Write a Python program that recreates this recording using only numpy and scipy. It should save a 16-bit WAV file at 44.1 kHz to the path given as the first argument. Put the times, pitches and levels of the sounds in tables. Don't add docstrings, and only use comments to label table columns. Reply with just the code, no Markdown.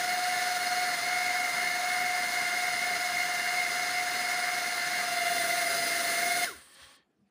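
import sys
import numpy as np
from scipy import signal
from scipy.fft import rfft, irfft, next_fast_len
from scipy.io import wavfile
from scipy.ndimage import uniform_filter1d

SR = 44100
rng = np.random.default_rng(int(sys.argv[2]) if len(sys.argv) > 2 else 0)


def put_to_file(sound):
    columns = np.atleast_2d(sound).T
    safe = np.clip(columns, -1, 1)
    whole_steps = np.round(safe * 32767)
    wavfile.write(sys.argv[1], SR, whole_steps.astype(np.int16))


def invert_db(level):
    return 10 ** (np.asarray(level, dtype=float) / 20)


N = 321930
TIME = np.arange(N) / SR
OFF_S = 6.445
AIR_LAW_DB = 50.0


def evened(x):
    return x / np.sqrt(np.mean(abs(x) ** 2) + 1e-20)


def read(points, hz):
    f, value = np.transpose(points)
    return np.interp(np.log(hz + 1), np.log(f + 1), value)


def columns(rows, t=TIME):
    s, *values = np.transpose(rows)
    return [np.interp(t, s, v) for v in values]


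def humps_db(table, hz):
    return sum(db / (1 + (2 * (hz - f) / width) ** 2) for f, width, db in table)


def bump(centre_s, half_s):
    return np.exp(-((TIME - centre_s) / half_s) ** 2)


def band(x, lo_hz, hi_hz, order=2):
    return signal.sosfilt(signal.butter(order, [lo_hz, hi_hz], "band", fs=SR, output="sos"), x)


def wander(width_hz, size=N):
    step = max(int(SR / width_hz / 40), 1)
    r = np.exp(-np.pi * width_hz * step / SR)
    white = rng.standard_normal((size // step + 2, 2)) @ [1, 1j]
    z = evened(signal.lfilter([1], [1, -2 * r, r * r], white))
    return np.interp(np.arange(size) / step, np.arange(len(z)), z)


def hiss(field_db, patchy_db, flicker_db):
    frames = N // 128 + 5
    hz = np.fft.rfftfreq(512, 1 / SR)[:, None]
    t = np.arange(frames) * 128 / SR
    a, b, patches = rng.standard_normal((frames, 257, 3)).T
    patches = evened(uniform_filter1d(uniform_filter1d(patches, 8, 0), 14, 1))
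    flicker = evened(uniform_filter1d(rng.standard_normal(frames), 8))
    z = (a + 1j * b) * invert_db(field_db(hz, t) + patchy_db * patches + flicker_db * flicker)
    return signal.istft(z, nperseg=512, noverlap=384)[1][:N]


# frequency in Hz, level in dB per Hz.
HOUSE_MURMUR = [(24, -50), (40, -24), (167, -9.5), (203, -4.5), (467, -12), (527, -25), (685, -14),
                (790, -21.5), (1190, -26), (1300, -25), (12000, -46), (15600, -77), (22000, -120)]
# time in seconds, half width in seconds, level in dB.
TABLE_JOLTS = [
    (6.55, .09, -65),
    (6.845, 0.037, -63),
]
# start in seconds, length in seconds, pitch in Hz, width in Hz, level in dB.
HAND_CREAKS = [(7.15, .15, 203, 24.8, -70), (7.19, 0.08, 1170, 30, -85), (7.21, .04, 690, 40, -86),
               (7.27, .03, 740, 60, -92.5), (7.18, .05, 9500, 900, -92), (7.27, .03, 9300, 600, -90),
               (7.25, .05, 4500, 1200, -88), (7.03, .04, 3730, 30, -92), (7.095, .045, 3730, 30, -93),
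               (7.06, .06, 1690, 40, -90)]


def room():
    rumble_db, murmur_db = -90, -73.5
    jolt = invert_db(rumble_db) + sum(invert_db(db) * bump(s, half) for s, half, db in TABLE_JOLTS)
    x = jolt * evened(band(rng.standard_normal(N), 60, 95))
    x += invert_db(murmur_db) * evened(hiss(lambda hz, t: read(HOUSE_MURMUR, hz), 2.7, 0.94))
    t = TIME[-SR // 2:]
    for s, length, hz, width, db in HAND_CREAKS:
        swell = np.sin(np.pi * np.clip((t - s) / length, 0, 1))
        creak = (wander(width, size=len(t)) * np.exp(2j * np.pi * hz * t)).real
        x[-SR // 2:] += invert_db(db) * swell * creak
    return np.clip((TIME - 6.45) / 0.05, 0, 1) * x


def walls(x):
    t60_s = 0.32
    taps = np.zeros(SR // 2)
    at = np.arange(500, SR // 2 - 20, 20)
    taps[at + rng.integers(0, 20, len(at))] = rng.choice([-1.0, 1.0], len(at))
    taps *= invert_db(-60 * np.arange(len(taps)) / SR / t60_s)
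    return signal.fftconvolve(x, taps / np.linalg.norm(taps))[:N]


# time in seconds, rustle level in dB.
STROKES = [
    (6.56, -55.5),
    (6.66, -59.5),
    (6.74, -57.5),
    (6.755, -56),
    (6.82, -52),
    (6.95, -57.5),
    (7.03, -69),
    (7.06, -86),
    (7.1, -100),
]
# frequency in Hz, level in dB per Hz.
PAPER_HISS = [(300, -13), (550, -11), (1100, -6), (1750, -2), (2500, -5), (4100, -2.5), (5500, -8),
              (7200, -14.5), (8900, -5), (10500, -15), (11800, -25), (12900, -19), (14100, -28),
              (15200, -15)]
# frequency in Hz, width in Hz, level in dB.
SHEET_RINGS = [(543, 45, -5.5), (820, 30, -8), (1105, 81, -0.5), (1780, 120, 3), (3240, 200, 2),
               (4400, 220, -1), (8870, 370, -15)]
# start in seconds, peak in dB.
PAPER_SNAPS = [(6.75, -56), (6.776, -56), (6.795, -54), (6.86, -55), (6.905, -57), (6.922, -54),
               (6.961, -51)]


def rustle():
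    stroke_s, light_db = 6.75, 7
    gate_s, gate_db_per_s = 6.965, 500

    def field_db(hz, t):
        light = light_db * (hz > 7500) * (t < stroke_s)
        gate = gate_db_per_s * (hz / 7900.0) ** 2 * np.maximum(t - gate_s, 0)
        return read(PAPER_HISS, hz) + light - gate

    x = hiss(field_db, 1.1, 0.84)
    x /= np.std(band(x, 1000, 11000)[:6 * SR])
    for hz, width, db in SHEET_RINGS:
        ring = (wander(width, size=SR) * np.exp(2j * np.pi * hz * TIME[-SR:])).real
        x[-SR:] += invert_db(db - 10) * ring
    x *= invert_db(columns(STROKES)[0]) * (TIME > STROKES[0][0]) * (TIME < STROKES[-1][0])
    t = np.arange(400) / SR
    for s, db in PAPER_SNAPS:
        noise = band(rng.standard_normal(400), 6000, 15500)
        x[round(s * SR):][:400] += invert_db(db - 6 - 60 * t / 0.012) * noise
    return x


# frequency in Hz, level in dB, 60 dB decay in seconds.
ROCKER = (6.4445, -26, [(3200, -2, .014), (4100, .5, .012), (5200, -1.5, .014), (6300, -6, .008),
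          (9000, -8, .006)])


def switch():
    s, db, rings = ROCKER
    t = np.maximum(TIME - s, 0)
    return invert_db(db) * sum(invert_db(d - 60 * t / t60) * np.sin(2 * np.pi * hz * t) for hz, d, t60 in rings)


def coast():
    drag_s, friction_per_s = 0.09, 0.4
    since = np.maximum(TIME - OFF_S, 0)
    speed = np.maximum(1 / (1 + since / drag_s) - friction_per_s * since, 0.01)
    return speed, np.log10(speed)


# time in seconds, share turned to the microphone from 0 to 1.
BOX_TURN = [
    (0, 0.27),
    (1, 0.22),
    (1.2, 0.12),
    (4.9, 0.15),
    (5.15, 0.3),
    (5.4, 0.8),
    (6.4, 1),
    (6.7, .95),
]


def facing(t=TIME):
    return columns(BOX_TURN, t)[0]


# frequency in Hz, level in dB per Hz.
RUSH_AWAY = [(40, -31.5), (70, -28), (160, -11), (500, -10), (900, -7.5), (1400, 0.5), (2050, 4.5),
             (2350, -6), (3200, -10), (4300, -5), (5400, -9.5), (6500, -11), (8200, -21), (13500, -19)]
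# frequency in Hz, gain in dB.
FACING_GAIN = [(100, -3.5), (300, 7), (600, 4.5), (950, -3.5), (1400, 0.5), (2050, 1.5), (2800, 2.5),
               (4000, 2.5), (7000, 3), (10000, 8.5), (13000, 5.5), (15000, 8.5)]
# frequency in Hz, width in Hz, gain in dB.
MICROPHONE_PORT = [(9300, 2150, 10.5), (13280, 1100, -10.5), (14900, 1000, 4.5)]


def air(beat):
    full_speed_db = -37

    def field_db(hz, t):
        return read(RUSH_AWAY, hz) + humps_db(MICROPHONE_PORT, hz) + read(FACING_GAIN, hz) * facing(t)

    level_db = full_speed_db + AIR_LAW_DB * coast()[1] - 0.83 * (TIME > OFF_S) + 0.37 * beat
    x = hiss(field_db, 0.79, 0.42)
    return invert_db(level_db) * x / np.std(band(x, 2400, 8000))


# frequency in Hz, width in Hz, gain in dB.
BOX_CAVITY = [(300, 120, -7), (555, 210, -28), (1200, 300, 11), (1520, 380, 13), (1830, 260, -14)]


def glide_db(start_hz, speed, slowing):
    tone_law_db = 92.0
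    return tone_law_db * slowing + humps_db(BOX_CAVITY, start_hz * speed) - humps_db(BOX_CAVITY, start_hz)


# time in seconds, half width in seconds, multiple of the blade rate, gain in dB.
OVERTONE_BEAMS = [(.75, 0.32, 6, 5), (1.3, .1, 3, 0), (3.38, .25, 4, 5.5), (3.62, .07, 3, 4),
                  (5.3, 0.18, 5, 12), (5.33, 0.21, 4, 7.5), (5.8, .17, 7, 10.5), (6.3, .22, 5, 9.5)]


def beams_db(multiple):
    return sum(db * bump(s, half) for s, half, which, db in OVERTONE_BEAMS if round(which) == multiple)


# time in seconds, fast fan blade rate in Hz, slow fan lag in Hz.
BLADE_RATE = [(0, 724.5, 22), (.55, 723.5, 20), (1.45, 725, 23), (2.6, 722.5, 21), (3.6, 721.5, 23),
              (3.9, 721.5, 27), (4.3, 720.5, 22), (4.7, 719.5, 20), (4.95, 718, 23), (5.15, 711, 22),
              (5.85, 711, 24), (6.15, 712, 22), (6.3, 720, 23), (6.445, 717, 16)]
# time in seconds, drop in Hz.
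CONTACT_SAGS = [(0, 6), (.63, 4), (1.0, 13), (1.28, 3), (1.52, 10), (1.7, 7), (2.28, 7), (2.48, 8),
                (2.78, 5), (3.0, 6), (3.14, 3), (3.4, 6), (3.7, 7), (3.9, 4), (4.1, 3), (4.8, 7), (5.2, 2),
                (5.44, 6), (5.7, 5), (5.92, 6), (6.13, 4)]
# time in seconds, fast tone in dB, slow tone in dB, third blade tones in dB.
BOX_TILT = [(0, -32.5, -42.5, -38), (.95, -34, -41, -36.5), (1.2, -35, -43.5, -32.5),
            (3.6, -36.5, -43, -33.5), (3.9, -35.5, -48.5, -33.5), (4.4, -38, -43.5, -35.5),
            (4.95, -40, -47, -35), (5.08, -37.5, -42, -41), (5.22, -35, -35.5, -32),
            (5.7, -38.5, -36.5, -35), (6.15, -43, -38, -37), (6.35, -38.5, -35, -33.5)]
# multiple, fast fan in dB, slow fan in dB, blur in Hz, gain when facing in dB.
BLADE_OVERTONES = [(2, -45, -51.5, 14, -1), (3, -1.5, -3, 24, 0), (4, -54.5, -52.5, 22, -3),
                   (5, -56.5, -59, 24, -1.5), (6, -49.5, -54, 60, 1.5), (7, -52, -54, 40, -3),
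                   (9, -53, -58, 100, 1)]


def propellers():
    sag_half_s, sag_db_per_hz = 0.065, (0.5, 0.23)
    wake_db = 3
    fast_hz, lag_hz = columns(BLADE_RATE)
    *tone_db, third_db = columns(BOX_TILT)
    drop_hz = sum(hz * bump(s, sag_half_s) for s, hz in CONTACT_SAGS)
    speed, slowing = coast()
    toward = facing()
    tones, overtones = np.zeros(N), np.zeros(N)
    shared_sag = 0.35 * wander(13.0).real
    lag_hz = lag_hz - 1.3 * wander(5.0).real
    beat = np.cos(2 * np.pi * np.cumsum(lag_hz * speed) / SR)
    fast_hz = fast_hz - drop_hz
    for fan, hz in enumerate([fast_hz, fast_hz - lag_hz]):
        phase = 2 * np.pi * np.cumsum(hz * speed) / SR + shared_sag
        db = tone_db[fan] - sag_db_per_hz[fan] * drop_hz + wander(9.5).real
        db = db + glide_db(0.92 * hz, speed, slowing)
        tones += invert_db(db) * np.sqrt(2) * (np.exp(1j * phase) * (1 + 0.1 * wander(40.0))).real
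        for k, *level_db, blur_hz, facing_db in BLADE_OVERTONES:
            k = round(k)
            gusts = speed ** 2 * wander(blur_hz)
            churn = (0.85 + 0.36 * gusts.real) * np.exp(0.7j * gusts.imag)
            churn = churn + (0.25 + 0.3 * toward) * speed * wander(3 * blur_hz)
            db = level_db[fan] + facing_db * toward + 0.95 * speed * wander(9.0).real
            db = db + beams_db(k) + wake_db * (k > 5) * beat
            if k == 3:
                db = db + third_db + glide_db(3 * hz, speed, slowing)
            else:
                db = db + 2 * AIR_LAW_DB * slowing
            overtones += invert_db(db) * np.sqrt(2) * (np.exp(1j * k * phase) * churn).real
    return tones, overtones, beat


# frequency in Hz, width in Hz, gain in dB.
STANDING_WAVES = [(1140, 30, -5), (1275, 50, -4), (1500, 25, -6), (1645, 50, 3), (1690, 25, -11),
                  (1755, 50, 4), (1800, 20, -9), (1900, 25, -10), (1950, 20, -9), (1995, 35, 5),
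                  (2040, 30, -3), (2140, 20, -8), (2225, 40, -7), (2460, 200, -3), (3110, 40, -6),
                  (3390, 60, -5), (4620, 150, -5), (5015, 70, 4), (5480, 80, -5)]


def between_box_and_table(x):
    size = next_fast_len(N + SR)
    gain = invert_db(humps_db(STANDING_WAVES, np.fft.rfftfreq(size, 1 / SR)))
    return irfft(rfft(x, size) * gain, size)[:N]


def scene():
    rush_tail_db, tone_tail_db = -12.5, -14
    tones, overtones, beat = propellers()
    rush = between_box_and_table(air(beat) + overtones) + switch()
    tail = walls(invert_db(rush_tail_db) * rush + invert_db(tone_tail_db) * tones)
    mono = tones + rush + tail + rustle() + room()
    return np.array([mono, mono])


def band_limit(x):
    return signal.sosfilt(signal.butter(12, 16860, fs=SR, output="sos"), x)


def record(dry):
    floor_db, edge_hz = -97, 15500
    x = signal.sosfilt(signal.butter(2, 72, "high", fs=SR, output="sos"), dry)
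    x = x + invert_db(floor_db) * rng.standard_normal(N)
    x = signal.oaconvolve(x, signal.firwin(2047, edge_hz, window=("kaiser", 10), fs=SR)[None], "same")
    return band_limit(x)


dry = scene()
out = record(dry)
put_to_file(out)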